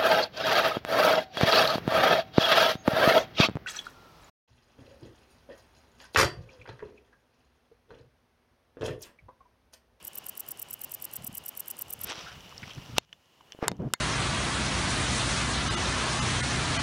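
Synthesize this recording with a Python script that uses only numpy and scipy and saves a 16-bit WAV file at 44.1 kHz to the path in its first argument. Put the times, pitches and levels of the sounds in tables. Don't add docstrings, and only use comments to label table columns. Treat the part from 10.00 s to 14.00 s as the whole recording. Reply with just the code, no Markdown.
import sys
import numpy as np
from scipy import signal
from scipy.io import wavfile

SR = 44100
rng = np.random.default_rng(int(sys.argv[2]) if len(sys.argv) > 2 else 0)


def store_wav(level_fs):
    pcm = np.round(np.clip(np.atleast_2d(level_fs), -1, 1) * 32767)
    wavfile.write(sys.argv[1], SR, pcm.T.astype(np.int16))


def ratio_of_db(decibels):
    return 10 ** (np.asarray(decibels, float) / 20)


N = 176400

# f/Hz, level/dB per Hz
MEADOW_SPECTRUM = [(35, -26), (60, -7), (96, -0.5), (885, 1), (1810, -7), (2900, -7), (4400, -10.5),
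                   (5690, -8.5), (6800, -16.5), (8840, -53), (15000, -120)]
MEADOW_DB, HISS_DB = -54.5, -65.5
PORT_HZ, PORT_WIDTH_HZ, PORT_DB = 2932, 370, -58
# t/s, level/dB
RECORDER_GAIN = [
    (0, -1.5),
    (2.975, -0.83),
    (2.99, -22.5),
    (3.13, -15.5),
    (3.66, -6.5),
    (3.69, -17.5),
    (3.93, -13),
    (3.95, -20),
    (4, -12.5),
]

# t/s, level/dB
WIND_LEVEL = [(0, -58.5), (.55, -76), (.9, -64.5), (1.16, -68), (1.19, -50.5), (1.34, -56), (1.42, -65),
              (1.8, -72.5), (1.9, -53.5), (2.2, -62.5), (2.3, -56.5), (2.65, -52), (2.97, -42), (3.03, -61),
              (3.1, -75.5), (3.6, -68.5), (4, -74)]
# f/Hz, level/dB per Hz
WIND_SPECTRUM = [(12, -60), (20, -18), (76, -0.5), (145, -1.5), (400, -26), (520, -50), (880, -120)]
WIND_LUMP_DB = 4
# t/s, peak level/dB
WIND_PUFFS = [(1.185, -46), (1.208, -42), (1.241, -38), (1.288, -36.5), (1.329, -44), (1.984, -48),
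              (2.04, -43.5), (2.176, -40.5), (2.624, -38), (2.668, -43), (2.768, -43), (2.815, -44.5),
              (2.89, -37), (3.014, -65)]
PUFF_HZ, PUFF_S = 141, 0.0244
# t/s, level/dB
GRIP_LEVEL = [(3.62, -75), (3.675, -40), (3.72, -37.5), (3.775, -50), (3.8, -33.5), (3.88, -34.5),
              (3.895, -47.5), (3.93, -51), (3.96, -61)]
# f/Hz, level/dB per Hz
GRIP_SPECTRUM = [(12, -56.5), (20, -23), (156, 2), (908, -24.5), (1800, -39.5), (3000, -61.5),
                 (3900, -74.5), (6600, -120)]

# t/s, level/dB
HAND_LEVEL = [(2.0, -51.5), (2.06, -46), (2.085, -36.5), (2.1, -33), (2.125, -42), (2.24, -44),
              (2.34, -52.5), (2.38, -58), (2.55, -56.5), (2.7, -51), (2.8, -56.5), (2.9, -55.5),
              (2.955, -52.5), (2.968, -40), (2.98, -32.5), (2.99, -66.5), (3.05, -63)]
# f/Hz, level/dB per Hz
RUSTLE_SPECTRUM = [(120, -32), (287, -8.5), (579, -7), (1430, -6), (1790, -10.5), (3000, -5), (5550, -15),
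                   (8500, -32), (12000, -46), (15600, -61), (22000, -120)]
# t/s, level/dB
RUB_LEVEL = [(3.4, -70), (3.6, -70), (3.622, -39.5), (3.64, -32.5), (3.672, -36.5), (3.69, -38),
             (3.73, -83), (3.95, -85)]
# f/Hz, level/dB per Hz
RUB_SPECTRUM = [(210, -26), (350, 0.5), (835, -3), (1720, -10), (2070, -10), (9000, -44.5), (11700, -83),
                (19800, -120)]
GRAINS_PER_S, GRAIN_SPREAD_DB, GRAIN_DB = 1100., 4.5, 0.5

# t/s, peak level/dB, pitch f/Hz, length/ms
STEM_SNAPS = [(2.095, -39, 7500, 14), (2.13, -34, 3000, 2.0), (2.524, -40.5, 1080, 2.1),
              (2.579, -32.5, 5100, 2.0), (2.629, -34, 2160, 11.2), (2.629, -39.5, 1430, 9.0),
              (2.706, -36.5, 2900, 18), (2.259, -36, 1450, 65), (2.964, -36, 1200, 7), (3.407, -47, 880, 3),
              (3.9025, -48, 1200, 1.5), (3.96, -54, 1700, 8)]
SNAP_SPAN = 1.153

# t/s, dull level/dB, port level/dB, upper port level/dB
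FIBRE_TICKS = [(2.204, -47, -38, -48), (2.328, -55, -45, -44), (2.407, -53, -41, -40),
               (2.494, -55, -50, -41), (2.547, -60, -52, -45), (2.5664, -60, -52, -50),
               (2.6213, -55, -44, -42), (2.68, -55, -48, -41), (2.705, -57, -42, -41),
               (2.716, -57, -45, -44), (2.735, -55, -41, -38), (2.75, -62, -52, -37), (2.76, -60, -50, -44),
               (2.8168, -60, -41, -50), (2.8606, -42, -41, -42), (3.093, -54.5, -54, -66),
               (3.1282, -43.5, -30.5, -54), (3.131, -40, -47, -42.5), (3.258, -65, -58, -56),
               (3.41, -56, -49, -58), (3.5217, -37, -31.5, -30.5), (3.531, -48, -40, -55),
               (3.768, -65, -59, -50), (3.803, -54, -58, -56), (3.82, -56, -56, -55),
               (3.888, -47, -58, -58)]
# f/Hz, t60/s
TICK_RESONANCES = [(1700, 0.0046), (3020, 0.01), (5850, 0.0044)]
TICK_RING_HZ, TICK_RING_DB, TICK_RING_T60_S = 3470, -19, 0.043

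# t/s, crack level/dB, ring level under 3 kHz/dB, ring level above/dB
CASING_CLACKS = [
    (2.9823, -12.5, -47, -37),
    (3.6812, -18.5, -35, -30),
    (3.716, -38.5, -55, -49),
    (3.9366, -17, -30, -30),
]
# f/Hz, width/Hz, level/dB
CLACK_CRACKS = [
    [(560, 500, 2), (924, 290, 2), (1330, 310, -1), (2730, 266, 5), (3860, 420, 0), (5500, 410, -5),
     (6000, 450, -8.5), (7240, 890, -12.5), (8140, 400, -9), (9600, 780, -15), (10700, 900, -14),
     (12400, 600, -22), (15300, 1250, -18)],
    [(953, 130, 10), (1490, 190, -1.5), (1900, 280, -1), (2900, 240, -3), (3780, 240, -2), (4580, 350, -2),
     (5220, 220, 0.5), (7570, 700, 2.5), (8900, 900, -9.5), (10100, 1000, -5), (11700, 900, -21),
     (15600, 980, -35)],
    [(2500, 510, 1.5), (3970, 300, -5.5), (5100, 870, 0.5)],
    [(977, 120, 4), (1446, 273, 6.5), (2770, 450, 0.5), (4000, 450, -6), (5260, 450, -4), (7500, 970, -3.5),
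     (8300, 900, -7.5), (10600, 1200, -17), (12500, 1500, -18), (14600, 1500, -21)],
]
CRACK_SPREAD_S = .0005
# f/Hz, level/dB, t60/s
CASING_MODES = [(1650, -14.5, .07), (1787, -11, .045), (2078, -0.5, 0.051), (2200, -19.5, .06),
                (3424, -14, 0.03), (3680, -5, 0.04), (4280, -9.5, .05), (4500, -12, 0.04),
                (5560, -19.5, 0.033), (6470, -25, 0.085), (7060, -20.5, 0.057), (6920, -28.5, 0.087),
                (7500, -27.5, .05), (8250, -15.5, 0.017)]
# t/s, peak level/dB
CASING_BUMPS = [
    (3.547, -31.5),
    (3.588, -28),
    (3.626, -9),
    (3.68, -16.5),
    (3.7150, -17),
    (3.935, -21.5),
]
BUMP_HZ, BUMP_T60_S = 440, 0.0053

# t/s, lateness of the closing strokes/ms
CHIRP_TIMES = [(.0491, -.5), (.154, -.2), (.264, .1), (.3744, -.2), (.4862, .1), (.5951, .7), (.7077, .4),
               (.8148, .1), (.917, 0), (1.0224, -.9), (1.1348, .1), (1.2444, .2), (1.35, -.1),
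               (1.4604, -.5), (1.5733, .3), (1.6806, .2), (1.7896, .3), (1.9044, 0), (2.0131, -.1)]
LAST_FLICK_S = 2.093
# start t/ms, end t/ms, start level/dB, end level/dB
LOW_WING_STROKES = [(-22.4, -20.5, -22, -11), (-12, -6.2, -32, -16), (-2.6, .2, -19, -9), (.9, 4, -16, -12),
                    (9.2, 9.9, -19, -16), (16, 22.4, -32, -7), (22.4, 25.4, -7, -13),
                    (26.7, 27.3, -14, -13), (28.2, 33.2, -12, -7)]
# start t/ms, end t/ms, start level/dB, end level/dB
HIGH_WING_STROKES = [(-22, -19.8, -24, -23), (-11, -6.2, -35, -20), (-2.6, 1.1, -23, -3),
                     (1.1, 4.1, -2, -3), (9.3, 10, -25, -24), (18.5, 25.1, -29, 1), (28, 33.2, -2, 0)]
# f/Hz, width/Hz, level/dB
LOW_WING_MODES = [(5700, 620, -9), (7850, 890, 0.05), (10060, 1480, 4)]
# f/Hz, width/Hz, level/dB
HIGH_WING_MODES = [(12090, 950, 0.2), (13100, 510, 0), (13870, 1540, 2.5), (15250, 640, -2.5)]
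TEETH_PER_S, TEETH_SLOWING, TOOTH_JITTER, TOOTH_SPREAD_DB = 3300., 0.49, 0.29, 2.5
SONG_DB, SONG_RISE_DB_PER_S, LEAF_ECHO_DB, LEAF_ECHO_T60_S = -30.5, 0.95, -38, 0.024

CUTOFF_HZ = 16460


def rms_one(x):
    return x / np.sqrt(np.mean(x ** 2) + 1e-20)


def in_time(rows, outside=None):
    s, db = np.transpose(rows)
    return np.interp(np.arange(N) / SR, s, db, outside, outside)


def drift(rate):
    r = np.exp(-80 * np.pi * rate / SR)
    noise = rng.standard_normal(N // 40 + 2002)
    slow = signal.lfilter([1], [1, -2 * r, r * r], noise)[2000:]
    return np.interp(np.arange(N) / 40, np.arange(len(slow)), rms_one(slow))


def ring(clicks, hz, t60):
    r = ratio_of_db(-60 / (t60 * SR))
    w = 2 * np.pi * hz / SR
    return signal.lfilter([0, np.sin(w)], [1, -2 * r * np.cos(w), r * r], clicks + 1e-18)


def band(x, low_hz, high_hz):
    return signal.sosfilt(signal.butter(2, [low_hz, high_hz], "band", fs=SR, output="sos"), x)


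def coloured(source, spectrum, patchy_db, rate):
    hz, db = np.transpose(spectrum)
    edges = hz[0] * 2 ** np.arange(0, np.log2(hz[-1] / hz[0]), 1 / 3)
    together = drift(rate)
    out = 0
    for k, (low, high) in enumerate(zip(edges, edges[1:])):
        level = np.interp(np.log(low * high) / 2, np.log(hz), db)
        flicker = patchy_db * (1.08 * together + 0.78 * drift(rate))
        out = out + ratio_of_db(level + flicker) * band(source[k % 2], low, high)
    return rms_one(out)


def at(s, size):
    x = np.zeros(N)
    x[int(s * SR)] = size
    return x


def place(out, s, shape, db):
    scaled = ratio_of_db(db) * shape / np.abs(shape).max()
    return out + np.pad(scaled, (int(s * SR), N))[:N]


def meadow():
    air = ratio_of_db(MEADOW_DB) * coloured(rng.standard_normal((2, N)), MEADOW_SPECTRUM, patchy_db=1.0, rate=7.0)
    port_level = ratio_of_db(PORT_DB + 1.4 * drift(32.0))
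    port = port_level * rms_one(ring(rng.standard_normal(N), PORT_HZ, 3.24 / PORT_WIDTH_HZ))
    hiss = ratio_of_db(HISS_DB) * rms_one(band(rng.standard_normal(N), 4900, 18000))
    return ratio_of_db(in_time(RECORDER_GAIN)) * (air + port + hiss)


def wind():
    noise = coloured(rng.standard_normal((2, N)), WIND_SPECTRUM, patchy_db=WIND_LUMP_DB, rate=10.6)
    out = ratio_of_db(in_time(WIND_LEVEL)) * noise
    t = np.arange(3000) / SR / PUFF_S
    swell = t * np.exp(-4 * t * t)
    for s, db in WIND_PUFFS:
        settled = band(rng.standard_normal(6000), PUFF_HZ / 1.68, PUFF_HZ * 1.7)[3000:]
        puff = band(settled * swell, PUFF_HZ / 1.66, PUFF_HZ * 1.61)
        out = place(out, s - PUFF_S / 4, puff, db)
    return out


def grip():
    rumble = coloured(rng.standard_normal((2, N)), GRIP_SPECTRUM, patchy_db=2, rate=40)
    return ratio_of_db(in_time(GRIP_LEVEL, outside=-120)) * rumble


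def friction(curve, spectrum):
    sizes = ratio_of_db(GRAIN_SPREAD_DB * np.minimum(rng.exponential(1, (2, N)), 5))
    sizes = sizes * rng.choice([-1, 1], (2, N))
    lots = rng.random((2, N))
    chance = GRAINS_PER_S * ratio_of_db(3 * drift(60)) / SR
    grains = rms_one(sizes * (lots < chance))
    source = rng.standard_normal((2, N)) + ratio_of_db(GRAIN_DB) * grains
    noise = coloured(source, spectrum, patchy_db=1.5, rate=40)
    favoured = 0.72 * band(noise, 4830, 6340)
    return ratio_of_db(in_time(curve, outside=-120)) * (noise + favoured)


def snaps():
    out = np.zeros(N)
    ms = np.arange(4000) / SR * 1000
    for s, db, hz, length in STEM_SNAPS:
        burst = rng.standard_normal(4000) * np.exp(-(ms / length) ** 2)
        out = place(out, s, band(burst, hz / SNAP_SPAN, hz * SNAP_SPAN), db)
    return out


def ticks():
    out = np.zeros(N)
    click = np.eye(1, 3000)[0]
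    for s, *levels in FIBRE_TICKS:
        shape = ratio_of_db(levels[1] + TICK_RING_DB) * ring(click, TICK_RING_HZ, TICK_RING_T60_S)
        for k, (hz, t60) in enumerate(TICK_RESONANCES):
            off_pitch = 1 + .02 * rng.standard_normal()
            shape += (-1) ** k * ratio_of_db(levels[k]) * ring(click, hz * off_pitch, t60)
        out += np.pad(shape, (int(s * SR), N))[:N]
    return out


def bumps():
    pushes = -sum(at(s + 0.00151, ratio_of_db(db)) for s, db in CASING_BUMPS)
    return ring(pushes, BUMP_HZ, BUMP_T60_S)


def clacks():
    out = np.zeros(N)
    click = np.eye(1, 2000)[0]
    for (s, crack_db, *_), crack in zip(CASING_CLACKS, CLACK_CRACKS):
        for k, (hz, width, db) in enumerate(crack):
            start = int((s + CRACK_SPREAD_S * rng.random()) * SR)
            size = (-1) ** k * ratio_of_db(crack_db + db) * width / 300
            out[start:start + len(click)] += size * ring(click, hz, 2.2 / width)
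    for hz, level_db, t60 in CASING_MODES:
        taps = np.zeros(N)
        for s, _, low_db, high_db in CASING_CLACKS:
            tap_db = high_db if hz > 3000 else low_db
            taps += at(s, ratio_of_db(tap_db + 2 * rng.standard_normal()))
        out += ratio_of_db(level_db) * ring(taps, hz, t60)
    return out


def tooth_clicks(strokes):
    clicks = np.zeros(N)
    tooth = np.arange(40) * 1000 / TEETH_PER_S
    runs = [(s, late, strokes) for s, late in CHIRP_TIMES] + [(LAST_FLICK_S, 0, strokes[:1])]
    for s, late, played in runs:
        for start, end, start_db, end_db in played:
            length = end - start
            jitter, spread = rng.standard_normal((2, len(tooth)))
            slowed = tooth * (1 + TEETH_SLOWING * tooth / length)
            along = (slowed + TOOTH_JITTER * tooth[1] * jitter) / length
            ms = start + along * length + late * (start > 12)
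            db = SONG_DB + SONG_RISE_DB_PER_S * s + start_db + (end_db - start_db) * along
            db = db + TOOTH_SPREAD_DB * spread
            np.add.at(clicks, ((s + ms / 1000) * SR).astype(int), ratio_of_db(db) * (along < 1))
    return clicks


def cricket():
    song = np.zeros(N)
    for strokes, wing in ((LOW_WING_STROKES, LOW_WING_MODES), (HIGH_WING_STROKES, HIGH_WING_MODES)):
        clicks = tooth_clicks(strokes)
        for k, (hz, width, db) in enumerate(wing):
            song += ratio_of_db(db) * (-1) ** k * ring(clicks, hz, 2.2 / width)
    song = signal.sosfilt(signal.butter(4, 4500, "high", fs=SR, output="sos"), song)
    t = np.arange(2000) / SR
    leaves = rng.standard_normal(len(t)) * ratio_of_db(-60 * t / LEAF_ECHO_T60_S)
    return song + ratio_of_db(LEAF_ECHO_DB) * signal.fftconvolve(song, leaves)[:N]


def scene():
    field = cricket() + meadow()
    rubbing = friction(HAND_LEVEL, RUSTLE_SPECTRUM) + friction(RUB_LEVEL, RUB_SPECTRUM)
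    low = wind() + grip()
    small = snaps() + ticks()
    knocks = bumps() + clacks()
    return (field + rubbing + low + small + knocks)[None]


def roll_off(x):
    return signal.sosfilt(signal.butter(12, 16810, fs=SR, output="sos"), x)


def record(dry):
    mix = signal.sosfilt(signal.cheby2(8, 30, CUTOFF_HZ, fs=SR, output="sos"), dry)
    return roll_off(mix)


dry = scene()
out = record(dry)
store_wav(out)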